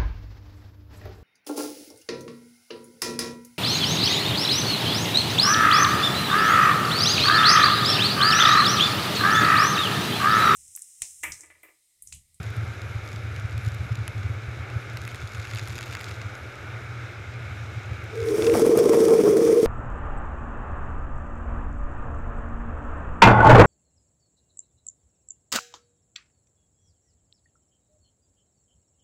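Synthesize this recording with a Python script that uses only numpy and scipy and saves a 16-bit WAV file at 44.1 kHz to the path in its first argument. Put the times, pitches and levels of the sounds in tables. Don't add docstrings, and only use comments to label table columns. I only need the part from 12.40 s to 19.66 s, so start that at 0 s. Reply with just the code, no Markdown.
import sys
import numpy as np
from scipy import signal
from scipy.fft import rfft, irfft
from scipy.io import wavfile
from scipy.ndimage import uniform_filter1d, map_coordinates

SR = 44100
rng = np.random.default_rng(int(sys.argv[2]) if len(sys.argv) > 2 else 0)


def natural_amplitude(level_db):
    exponent = np.asarray(level_db, float) / 20
    return 10 ** exponent


def unload_wav(signal):
    wavfile.write(
        sys.argv[1],
        SR,
        np.round(np.clip(np.atleast_2d(signal).T, -1, 1) * 32767).astype(np.int16),
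    )


N = 320151
T = np.arange(N) / SR

# (time [s], patter level [dB])
PATTER_RAIN = [(0, -59.5), (1.3, -60), (2.2, -62.5), (2.5, -63), (2.7, -54.5), (3.1, -51), (3.4, -47),
               (3.7, -51.5), (3.85, -62), (4.3, -64), (5.5, -65.5), (6.2, -51), (6.6, -73), (7.26, -49)]


def unit(x):
    return x / np.sqrt(np.mean(x ** 2))


def curves(table, before=None):
    s, *columns = np.transpose(table)
    return [np.interp(T, s, column, left=before) for column in columns]


def bumps(s, db, half_s):
    return sum(b * np.exp(-((T - a) / half_s) ** 2) for a, b in zip(s, db))


def ring(x, hz, width_hz):
    return signal.lfilter(*signal.iirpeak(hz, hz / width_hz, fs=SR), x)


def body(x, modes):
    return sum((-1) ** k * natural_amplitude(db) * ring(x, hz, width_hz) for k, (hz, width_hz, db) in enumerate(modes))


def band(x, lo_hz, hi_hz):
    return signal.sosfilt(signal.butter(2, [lo_hz, hi_hz], "band", fs=SR, output="sos"), x)


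def low_pass(x, order, stop_db, top_hz):
    return signal.sosfilt(signal.ellip(order, 0.2, stop_db, top_hz, fs=SR, output="sos"), x)


def steady(x, hold_s, share):
    power_track = uniform_filter1d(x ** 2, int(hold_s * SR))
    return unit(x / power_track ** (share / 2))


def walk(rate):
    hold = int(SR / rate)
    held = np.repeat(rng.standard_normal(N // hold + 1), hold)
    return unit(uniform_filter1d(uniform_filter1d(held, hold), hold)[:N])


def hiss(colour, shared_db, flicker_db, rate):
    hz, db = np.transpose(colour)
    octave = np.log2(np.arange(1, N // 2 + 2) * SR / N)
    gain_db = np.interp(octave, np.log2(hz), db, left=-99, right=-99)
    wave = rfft(rng.standard_normal(N)) * natural_amplitude(gain_db)
    total = 0
    for centre in np.arange(np.log2(hz[0]), np.log2(hz[-1]) + 1, 2 / 3):
        part = irfft(wave * np.clip(1 - 1.5 * abs(octave - centre), 0, 1), N)
        total = total + part * natural_amplitude(shared_db + flicker_db * walk(rate))
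    return total


def pump_tones():
    # (frequency [Hz], rms level [dB])
    pump_lines = [(40, -60.5), (119.5, -42.5)]
    return sum(natural_amplitude(db + 2.9 * walk(6)) * np.sqrt(2) * np.sin(2 * np.pi * hz * T) for hz, db in pump_lines)


def panel_boom():
    # (frequency [Hz], width [Hz], level [dB])
    panel_modes = [(82.1, 6.8, -3.5), (104.1, 7.5, 1.5), (114.57, 5.6, -2), (130, 28, -16), (61, 20, -38),
                   (183, 105, -20), (28, 13, -43)]
    # (time [s], level [dB])
    rumble = [(0, -31.5), (0.6, -34.5), (1.3, -29), (1.98, -31), (2.1, -36), (3.2, -35.5), (3.9, -39.5),
              (4.7, -40), (5.0, -37), (5.7, -36.5), (6.15, -36)]
    # (time [s], change [dB])
    beats = [(0.036, -8), (0.147, -19), (0.238, 6.5), (0.361, -5.5), (0.533, -3), (0.664, -10), (0.721, -7),
             (0.821, -11), (0.859, 6.5), (1.077, -11), (1.125, 1), (1.206, -1), (1.302, -8), (1.383, -9),
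             (1.451, 4.5), (1.492, -11), (1.56, -1), (1.662, -8), (1.721, -20), (1.776, 4), (1.834, -5),
             (1.868, 4.5), (2.023, -6.5), (2.141, -3), (2.286, -13), (2.438, -21), (2.497, 8.5),
             (2.524, -5.5), (2.603, 4), (2.696, -21), (2.778, -15), (2.832, -1.5), (2.887, -17),
             (2.998, 5.5), (3.063, -10), (3.147, 7), (3.197, -3), (3.263, -3), (3.399, -15), (3.46, -11),
             (3.646, -11), (3.705, 5), (3.866, 8), (3.975, -21), (4.023, 3), (4.138, -20), (4.333, 6.5),
             (4.399, -5.0), (4.762, -13), (4.891, 3), (4.932, -4), (5.122, 3.5), (5.315, 0), (5.429, -6),
             (5.512, 3.5), (5.837, 2), (5.882, -11), (5.943, -15), (5.998, -14.0), (6.141, 9),
             (0.0, 5), (0.187, 4.5), (0.743, 0.5), (0.9, -4), (1.115, -8), (1.22, -8), (1.344, -5),
               (1.407, 4.5), (1.522, 0), (1.736, -2), (2.063, -8), (2.093, 4.0), (2.143, -2), (2.212, 9.0),
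               (2.28, -6.0), (2.342, 0), (2.367, 3.5), (2.42, -14), (2.696, -6.0), (2.836, 5), (2.916, -8),
               (3.033, -3), (3.108, -4.5), (3.263, -5.0), (3.3, 2.5), (3.402, -12), (3.465, -6.0),
               (3.652, -4.0), (3.724, 2), (3.921, -6.0), (3.981, -6.5), (4.108, -16), (4.151, -14.0),
               (4.176, -1), (4.243, 4.5), (4.51, 6.0), (4.565, -3), (4.759, -7), (4.799, 8), (4.904, -2),
               (5.076, 2), (5.228, 4.5), (5.38, 6), (5.515, 4), (5.667, -4)]
    # (time [s], change [dB])
    short_changes = [(0.0, 6.5), (0.077, 4), (0.18, 6), (0.334, -5.0), (0.564, 7.5), (0.741, 6), (0.975, -4),
                     (1.055, 6), (1.12, -6.0), (1.15, 7), (1.277, 8.5), (1.522, 7), (1.551, -7.0), (1.589, 5),
                     (1.853, 3.5), (1.901, 5), (1.928, -5.0), (2.085, 7), (2.148, -5.0), (2.173, 5), (2.367, 7.5),
                     (2.482, -9), (2.736, -5.0), (2.836, 5.5), (3.028, -6.5), (3.173, 8), (3.195, -7.0),
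                     (3.225, 8), (3.861, 3), (4.901, 7), (5.116, 4), (5.525, 5.5), (5.715, -7.5), (5.824, 7),
                     (6.054, -7.5), (6.094, 8)]
    panels = 0
    for hz, width_hz, db in panel_modes:
        shake = rng.standard_normal(N)
        mode = ring(ring(shake, hz, width_hz), hz, 1.38 * width_hz)
        panels = panels + natural_amplitude(db) * steady(mode, 0.14, 0.8)
    boom_db = curves(rumble)[0]
    boom_db = boom_db + bumps(*np.transpose(np.array(beats)), half_s=0.016)
    boom_db = boom_db + bumps(*np.transpose(short_changes), half_s=0.0097)
    return steady(panels, 0.068, 0.65) * natural_amplitude(boom_db)


def spray_hiss():
    # (frequency [Hz], spectral density [dB per Hz])
    spray_colour = [(90, -42), (150, -6), (190, -4.5), (269, -6), (319, -1.5), (540, -4), (850, -7.5),
                    (1020, -12), (1200, -4), (1420, 1), (1620, -3), (1900, -9.5), (2200, -2), (2950, -16),
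                    (4500, -37)]
    spray = hiss(spray_colour, 0.5 * walk(5.67), 0.71, 12)
    return spray * natural_amplitude(-44) / np.std(band(spray, 1100, 2600))


def wetness_db():
    return np.minimum(curves(PATTER_RAIN)[0] + 60, 12)


def mist_hiss():
    # (frequency [Hz], spectral density [dB per Hz])
    mist_colour = [(1760, -12), (3000, -8.5), (3750, -0.5), (4500, -10.5), (5100, -7.5), (6800, -11.5),
                   (8900, -20), (11000, -28), (14000, -26), (15250, -30), (15350, -70)]
    mist = hiss(mist_colour, 0.6 * walk(24.64), 0.7, 23.12)
    mist_db = -58.5 + 0.11 * wetness_db()
    return mist * natural_amplitude(mist_db) / np.std(band(mist, 4330, 9100))


def nozzle_hiss():
    # (frequency [Hz], width [Hz], level [dB])
    nozzle_modes = [(11200, 1400, 13), (13200, 1200, -9)]
    jet = band(body(rng.standard_normal(N), nozzle_modes), 9800, 11900) * natural_amplitude(2.4 * walk(22))
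    fall_db_per_s = 1.2
    return unit(jet) * natural_amplitude(-67.5 - fall_db_per_s * T + 0.31 * wetness_db())


def wash():
    return panel_boom() + pump_tones() + spray_hiss() + mist_hiss() + nozzle_hiss()


def splash(thud, tick, spit):
    # (frequency [Hz], width [Hz], level [dB])
    housing_modes = [(1480, 630, 5), (2120, 250, 9.5), (2660, 330, 7.5)]
    # (frequency [Hz], width [Hz], level [dB])
    lens_modes = [(3400, 730, 7.5), (5020, 980, 5), (6800, 840, 4.5)]
    rise = np.arange(400) / SR

    def puff(spread_s):
        return rise / spread_s * np.exp(-rise / spread_s)

    def noisy(hits, spread_s):
        return signal.fftconvolve(hits, puff(spread_s))[:N] * rng.standard_normal(N)

    knock = signal.fftconvolve(thud, np.diff(puff(0.00012)))[:N] * 4.94
    knock = knock + 0.5 * noisy(thud, 0.00067)
    spread = 0.54 * noisy(tick, 0.00054) + 1.17 * tick
    crack = band(band(noisy(spit, 0.00025), 6500, 13500), 5000, 14500)
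    return 0.9 * body(knock, housing_modes) + body(spread, lens_modes) + 2.9 * crack


def large_drops():
    # (time [s], peak [dB], brightness of the top against the whole [dB], housing thud [dB])
    drips = [(0.0302, -25, -13, 0), (0.103, -34, -8, 9), (0.1657, -34, -3, 4), (0.4173, -23, -18, -5),
             (0.6608, -31, -17, 0), (0.6757, -25.5, -18, -6), (0.6882, -26, -28, -6),
             (0.7293, -26, -20, -2), (0.7602, -23, -28, -5), (0.962, -25, -23, 4), (0.9972, -28, -15, -2),
             (1.1782, -24, -13, -4), (1.2483, -25, -19, -8), (1.262, -26, -15, -3), (1.279, -27, -16, 0),
             (1.3464, -31, -5, -3), (1.5541, -23, -17, 1), (1.6781, -18, -8.5, 5), (1.8302, -29, -23, 5),
             (2.3, -34.5, -16, 13), (2.4983, -27.5, -20, -7), (2.571, -19, -13, 4.5),
             (2.616, -22.5, -16, -4), (2.651, -23, -17, -2), (2.6766, -31, -2, 17), (2.7453, -25.5, -11, 7),
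             (2.874, -23.5, -19, -7), (2.953, -27, -24, -2)]
    shower = [(2.997, -28.5, -26, 9), (3.051, -26.5, -28, 10), (3.0709, -29, -20, 8),
              (3.1114, -22.5, -27, 2), (3.1348, -24, -14, 7.5), (3.148, -23.5, -4.5, 0),
              (3.1576, -21, -22, 2), (3.1741, -24, -20, 8), (3.185, -22, -23, 6), (3.1933, -22.5, -22, 8),
              (3.2345, -30, -12, 0), (3.274, -23, -11, 5.5), (3.284, -30.5, -1, 0), (3.3037, -25, -13, 7),
              (3.3544, -26, -13, 4), (3.3802, -22.5, -13, 6), (3.3875, -18, -23, 1), (3.409, -23, -12, 4),
              (3.479, -31, -11, 10), (3.525, -26.5, -12, 11), (3.5505, -18, -13, 6),
              (3.5685, -25.5, -18, 8.5), (3.61, -22.5, -12, 7), (3.642, -16.5, -25, -6),
              (3.686, -31, -16, 2), (3.693, -28, -16, 3), (3.712, -26, -15, 7), (3.8153, -26, -21, 7),
              (3.952, -27, -16, -7), (4.155, -32, -17, -2)]
    blown_off = [(5.5324, -33, -15, 3), (5.7548, -26, -18, 1), (5.8027, -22.5, -28, -6),
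                 (5.8374, -29, -24, -2), (5.886, -21, -19, -2), (6.0221, -10.5, -28, -3),
                 (6.0447, -17, -11, 2), (6.066, -14, -19, -3), (6.069, -16.5, -28, 7),
                 (6.0968, -21, -14, 9), (6.1385, -22.5, -3, 12.5), (6.1715, -25.5, 7, 5),
                 (6.195, -22, 3, -7), (6.2637, -28, 4, -14), (6.294, -33, -7, -4), (6.3742, -18, 2, -7),
                 (6.389, -20, 0, -9), (6.44, -21, -2.5, -3), (6.532, -24.5, 2, 0), (6.568, -26, 1, 0),
                 (6.652, -26, -2, -7), (6.683, -19, -2, -5)]
    spatter = [(2.6374, -34, -15, 0), (2.7157, -28, -16, 4), (2.817, -30, -24, 11), (2.9346, -25, -23, 0),
               (2.9474, -24, -24, 2), (3.0155, -30, -24, 0), (3.257, -31, -20, 2), (3.3303, -30, -21, 3),
               (3.4351, -33, -15, 5), (3.46, -32, -6, 2), (3.5927, -28, -20, 0), (3.6765, -33, -20, 0),
               (5.6394, -35, -6, -2)]
    strays = [(0.0335, -33, -16, 2), (0.064, -34, -17, 0), (0.7173, -31, -16, 0), (5.7754, -28, -18, 0),
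              (5.8167, -27, -25, -2), (5.8284, -27, -23, 2), (5.9194, -33, -13, 0), (6.1194, -24, -14, 5),
              (6.152, -28, -10, 0)]
    small_ticks = [(0.554, -35, -18, -4), (0.734, -34, -22, -4), (1.1095, -34, -14, -4),
                   (1.1193, -33, -24, -4), (1.1263, -30, -21, -4), (1.265, -30, -16, -4),
                   (1.2857, -28, -20, -4), (1.3186, -28, -18, -4), (1.3418, -33, -12, -4),
                   (1.3846, -36, -15, -4), (1.5204, -32, -22, -4), (1.527, -31, -24, -4),
                   (1.5721, -33, -18, -4), (1.5886, -33, -24, -4), (1.7801, -31, -18, -4),
                   (2.5337, -36, -8, -4), (2.7573, -29, -11, -4), (2.813, -34, -14, -4),
                   (2.8243, -30, -20, -4), (2.97, -32, -15, -4), (3.0864, -31, -24, -4),
                   (3.1034, -28, -21, -2), (3.1074, -31, -12, -4), (3.1683, -30, -12, -4),
                   (3.171, -23, -18, -4), (3.1815, -29, -18, -8), (3.2035, -31, -20, -4),
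                   (3.2405, -37, -10, -4), (3.3255, -30, -9, -4), (3.357, -33, -10, -4),
                   (3.3765, -31, -10, -4), (3.5362, -30, -18, -4), (3.619, -31, -13, -4),
                   (3.648, -34, -21, -4), (3.7088, -31, -9, -4), (3.7424, -33, -16, -4),
                   (3.8649, -33, -18, -4), (3.9018, -37, -26, -2), (5.2615, -34, -26, -4),
                   (5.4327, -33, -21, 0), (5.5115, -35, -20, -4), (5.5429, -35, -18, -4),
                   (6.2954, -22, -9, -8), (6.5436, -19, -8, -1)]
    hits = np.vstack([drips, shower, blown_off, spatter, strays, small_ticks])
    s, peak_db, bright_db, thud_db = np.transpose(hits)
    parts = np.zeros((3, N))
    parts[:, ((s + 0.0006) * SR).astype(int)] = natural_amplitude(peak_db + np.array([thud_db, 0 * s, bright_db]))
    return splash(*parts)


def small_drops():
    lands = rng.random(N) < 260 / SR
    size_db = np.minimum(2.7 * rng.exponential(size=N), 6)
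    parts = lands * natural_amplitude(size_db + 2.8 * rng.standard_normal((3, N)))
    parts[2] *= natural_amplitude(-21)
    patter = low_pass(splash(*parts), 6, 50, 15200)
    return unit(patter) * natural_amplitude(curves(PATTER_RAIN)[0])


def air_levels():
    # (time [s], howl [dB], turbulence against full blast
    # [dB])
    dryer_course = [(5.68, -65, -34), (5.73, -42, -27), (5.762, -33.5, -18), (5.81, -29, -17),
                    (5.84, -31.5, -13), (5.882, -25.5, -7), (6.05, -17.5, -2), (6.23, -15.5, -1),
                    (6.6, -16.5, 0), (6.9, -16, -1), (7.1, -18, -1.5), (7.26, -15, -2.5)]
    # (time [s], dip of the howl [dB], gust or calm [dB])
    breaks = [(5.975, 3.5, 6), (6.021, 8, 3), (6.05, 6.5, 4), (6.106, 1.5, -5), (6.151, 13, 16),
              (6.191, 4.5, 17), (6.262, -3, 2), (6.352, 0, -9), (6.385, -4.5, 9), (6.458, -2.5, -1.5),
              (6.536, 0.5, 9.5), (6.6, 0, 1.5), (6.74, -4, 2), (6.77, 2, -4), (6.796, -2.5, 3),
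              (6.826, 8, -7), (6.865, 0, 14), (6.94, 1, -8), (7.026, 5.5, 1), (7.059, -1.5, 2),
              (7.205, -2, -13), (7.224, 16, 4), (7.25, -1, 4.5)]
    break_s = 0.016
    howl_db, rough_db = curves(dryer_course, before=-120)
    s, dip_db, gust_db = np.transpose(breaks)
    gust_db = bumps(s, gust_db, break_s)
    part_db = 0.3 * gust_db
    drone_db = -24 + 1.8 * rough_db + part_db
    buffet_db = -34 + 3.4 * rough_db
    rush_db = -39.5 + rough_db
    flutter_db = (buffet_db + rush_db) / 2 + 0.6 * gust_db
    return howl_db - bumps(s, dip_db, break_s), drone_db, buffet_db + part_db, rush_db + part_db, flutter_db


def buffeting(gust, buffet_db):
    # (frequency [Hz], spectral density [dB per Hz])
    buffet_colour = [(25, -60), (40, -32), (110, -15.5), (200, -12), (350, -10.5), (600, -13), (900, -72)]
    buffet = hiss(buffet_colour, 1.2 * gust, 1.9, 40)
    return buffet * natural_amplitude(buffet_db) / np.std(band(buffet, 130, 225))


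def fluttering(gust, flutter_db):
    # (frequency [Hz], spectral density [dB per Hz])
    flutter_colour = [(400, -3), (560, -1), (820, -8.5), (1260, -10), (1430, -17.5), (2400, -31),
                      (3200, -50)]
    flutter = hiss(flutter_colour, 1.8 * gust + 2.1 * walk(120), 0.86, 40)
    return unit(flutter) * natural_amplitude(flutter_db + 4.0)


def rushing(gust, rush_db):
    # (frequency [Hz], spectral density [dB per Hz])
    rush_colour = [(1060, 2.5), (1800, 2), (2050, 1.5), (2370, 3.5), (2690, -5), (3380, -1), (3950, -6.5),
                   (5700, 3), (7360, -5), (8750, -1), (11100, -5), (12200, -9), (13100, -11.5),
                   (15100, -7.5), (16000, -19)]
    rush = hiss(rush_colour, 1.0 * gust + 0.71 * walk(150), 0.98, 40)
    return rush * natural_amplitude(rush_db) / np.std(band(rush, 3000, 15000))


def whistling(eddies):
    # (frequency [Hz], width [Hz], level under the howl [dB])
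    whistle_modes = [(1052, 28, -30), (1287, 31, -33.5), (610, 42, -45), (539, 12, -24), (579, 18, -25.5),
                     (740, 33, -31)]
    whistle = 0
    for hz, width_hz, db in whistle_modes:
        tone = ring(ring(eddies, hz, width_hz), hz, 5.1 * width_hz)
        whistle = whistle + natural_amplitude(db) * unit(tone)
    return whistle


def wander(x):
    drift_s = 0.00079 * walk(14)
    return map_coordinates(x, [np.arange(N) + SR * drift_s], mode="mirror")


def droning(eddies):
    # (frequency [Hz], width [Hz], level [dB])
    drone_modes = [(320.8, 16.7, -0.5), (367, 31, -3), (272, 38, -22)]
    return wander(steady(body(band(eddies, 165, 420), drone_modes), 0.072, 0.87))


def howling(eddies):
    # (frequency [Hz], width [Hz], level [dB])
    cavity_modes = [(449.8, 20.8, 0.5), (412, 23, 0.5), (398, 24, -13), (506, 44, -16)]
    return wander(steady(body(band(eddies, 324, 580), cavity_modes), 0.034, 0.97))


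def locked(eddies, howl):
    # (time [s], level against the howl [dB])
    lock_course = [(5.7, -23), (5.86, -19), (5.89, 2), (5.92, -16), (6.05, 3), (6.09, 9), (6.13, 0),
                   (6.18, -20), (6.24, -4), (6.3, 0), (6.46, 0.5), (6.55, 0), (6.62, -7), (6.72, -4),
                   (6.79, -10), (6.96, -10.5), (7.02, 7.5), (7.18, 1), (7.26, -12)]
    lock_hz, lock_width_hz = 459.6, 7.7
    tone = ring(ring(eddies, lock_hz, lock_width_hz), lock_hz, 3 * lock_width_hz)
    share = natural_amplitude(curves(lock_course)[0])
    return (howl + share * steady(tone, 0.062, 0.78)) / np.sqrt(1 + share ** 2)


def restarts():
    # (time [s], slap peak [dB], depth of the lull [dB], spurt of air [dB])
    restart_events = [(5.982, -16, 16, 2), (6.067, -23, 3, 5), (6.167, -2, -1, 3), (6.191, -8, 13, -4.5),
                      (6.219, -2, 10, 9), (6.265, -4, 25, 5), (6.293, -4, 15, -7), (6.371, -2, 15, 6.5),
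                      (6.39, -9, 20, 1), (6.457, -6, 21, 10), (6.494, -1, 22, 10), (6.539, -8, 11, -1),
                      (6.573, -3, 8, 1), (6.604, -2, 9, 7), (6.653, -14, 8, 9.5), (6.707, -5, 7, 8),
                      (6.738, -6, 1, 6), (6.75, -9, 10, 2), (6.781, -11, 10, 6), (6.812, -3, -1, 7),
                      (6.837, -1, 10, 8), (6.876, -1.5, 3, 0), (6.91, -5, 2, 6), (6.97, -6, 3, 8),
                      (6.987, -8, 2.5, -4), (7.016, -3, 3, -3), (7.051, -10, -1, 5.5), (7.084, -9, 4, 2),
                      (7.101, -13, -7, 2), (7.127, -3, -3, 7), (7.154, -19, 3, -2), (7.2, -18, -2, 5),
                      (7.23, 0.5, 12, 5), (7.247, -10, 2, 4)]
    # (frequency [Hz], width [Hz], level [dB])
    slap_modes = [(453, 80, 1), (263, 186, -5.5)]
    lull_s, restart_s, spurt_s = 0.0081, 0.0012, 0.0031
    s, peak_db, lull_db, spurt_db = np.transpose(restart_events)

    def edge(at, before_s, after_s):
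        return np.exp(-abs(T - at) / np.where(T < at, before_s, after_s))

    lull = sum(db * edge(at, lull_s, restart_s) for at, db in zip(s, lull_db))
    spurt = sum(db * edge(at, restart_s, spurt_s) for at, db in zip(s, spurt_db))
    kicks = np.zeros(N)
    kicks[(s * SR).astype(int)] = natural_amplitude(peak_db - 8) * rng.choice([-1, 1], len(s))
    return lull, spurt, body(kicks, slap_modes) * SR / (2 * np.pi * slap_modes[0][1])


def dryer():
    howl_db, drone_db, buffet_db, rush_db, flutter_db = air_levels()
    lull_db, spurt_db, slap = restarts()
    gust = walk(60)
    gust = unit(gust - uniform_filter1d(gust, int(0.05 * SR)))
    impulses = (rng.random(N) < 180 / SR) * rng.standard_normal(N) * natural_amplitude(3.5 * rng.exponential(size=N))
    eddies = unit(impulses) + 0.53 * rng.standard_normal(N)
    tonal = locked(eddies, howling(eddies)) + droning(eddies) * natural_amplitude(drone_db - howl_db)
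    roar = steady(tonal, 0.013, 0.53) * natural_amplitude(1.5 - lull_db)
    stream = rushing(gust, rush_db) * natural_amplitude(spurt_db) + fluttering(gust, flutter_db) * natural_amplitude(spurt_db / 2)
    return (roar + whistling(eddies)) * natural_amplitude(howl_db) + buffeting(gust, buffet_db) + stream + slap


def scene():
    # (time [s], time [s])
    dissolve_s = (6.05, 6.19)
    fade = np.interp(T, dissolve_s, [1, 0])
    return (wash() * fade ** 0.19 + large_drops() + small_drops() + dryer())[None]


def top_cut(x):
    return signal.sosfilt(signal.butter(12, 16500, fs=SR, output="sos"), x)


def record(dry):
    soft = np.tanh(1.2 * dry) / 1.2
    return top_cut(low_pass(soft, 14, 70, 15820))


dry = scene()
out = record(dry)
unload_wav(out)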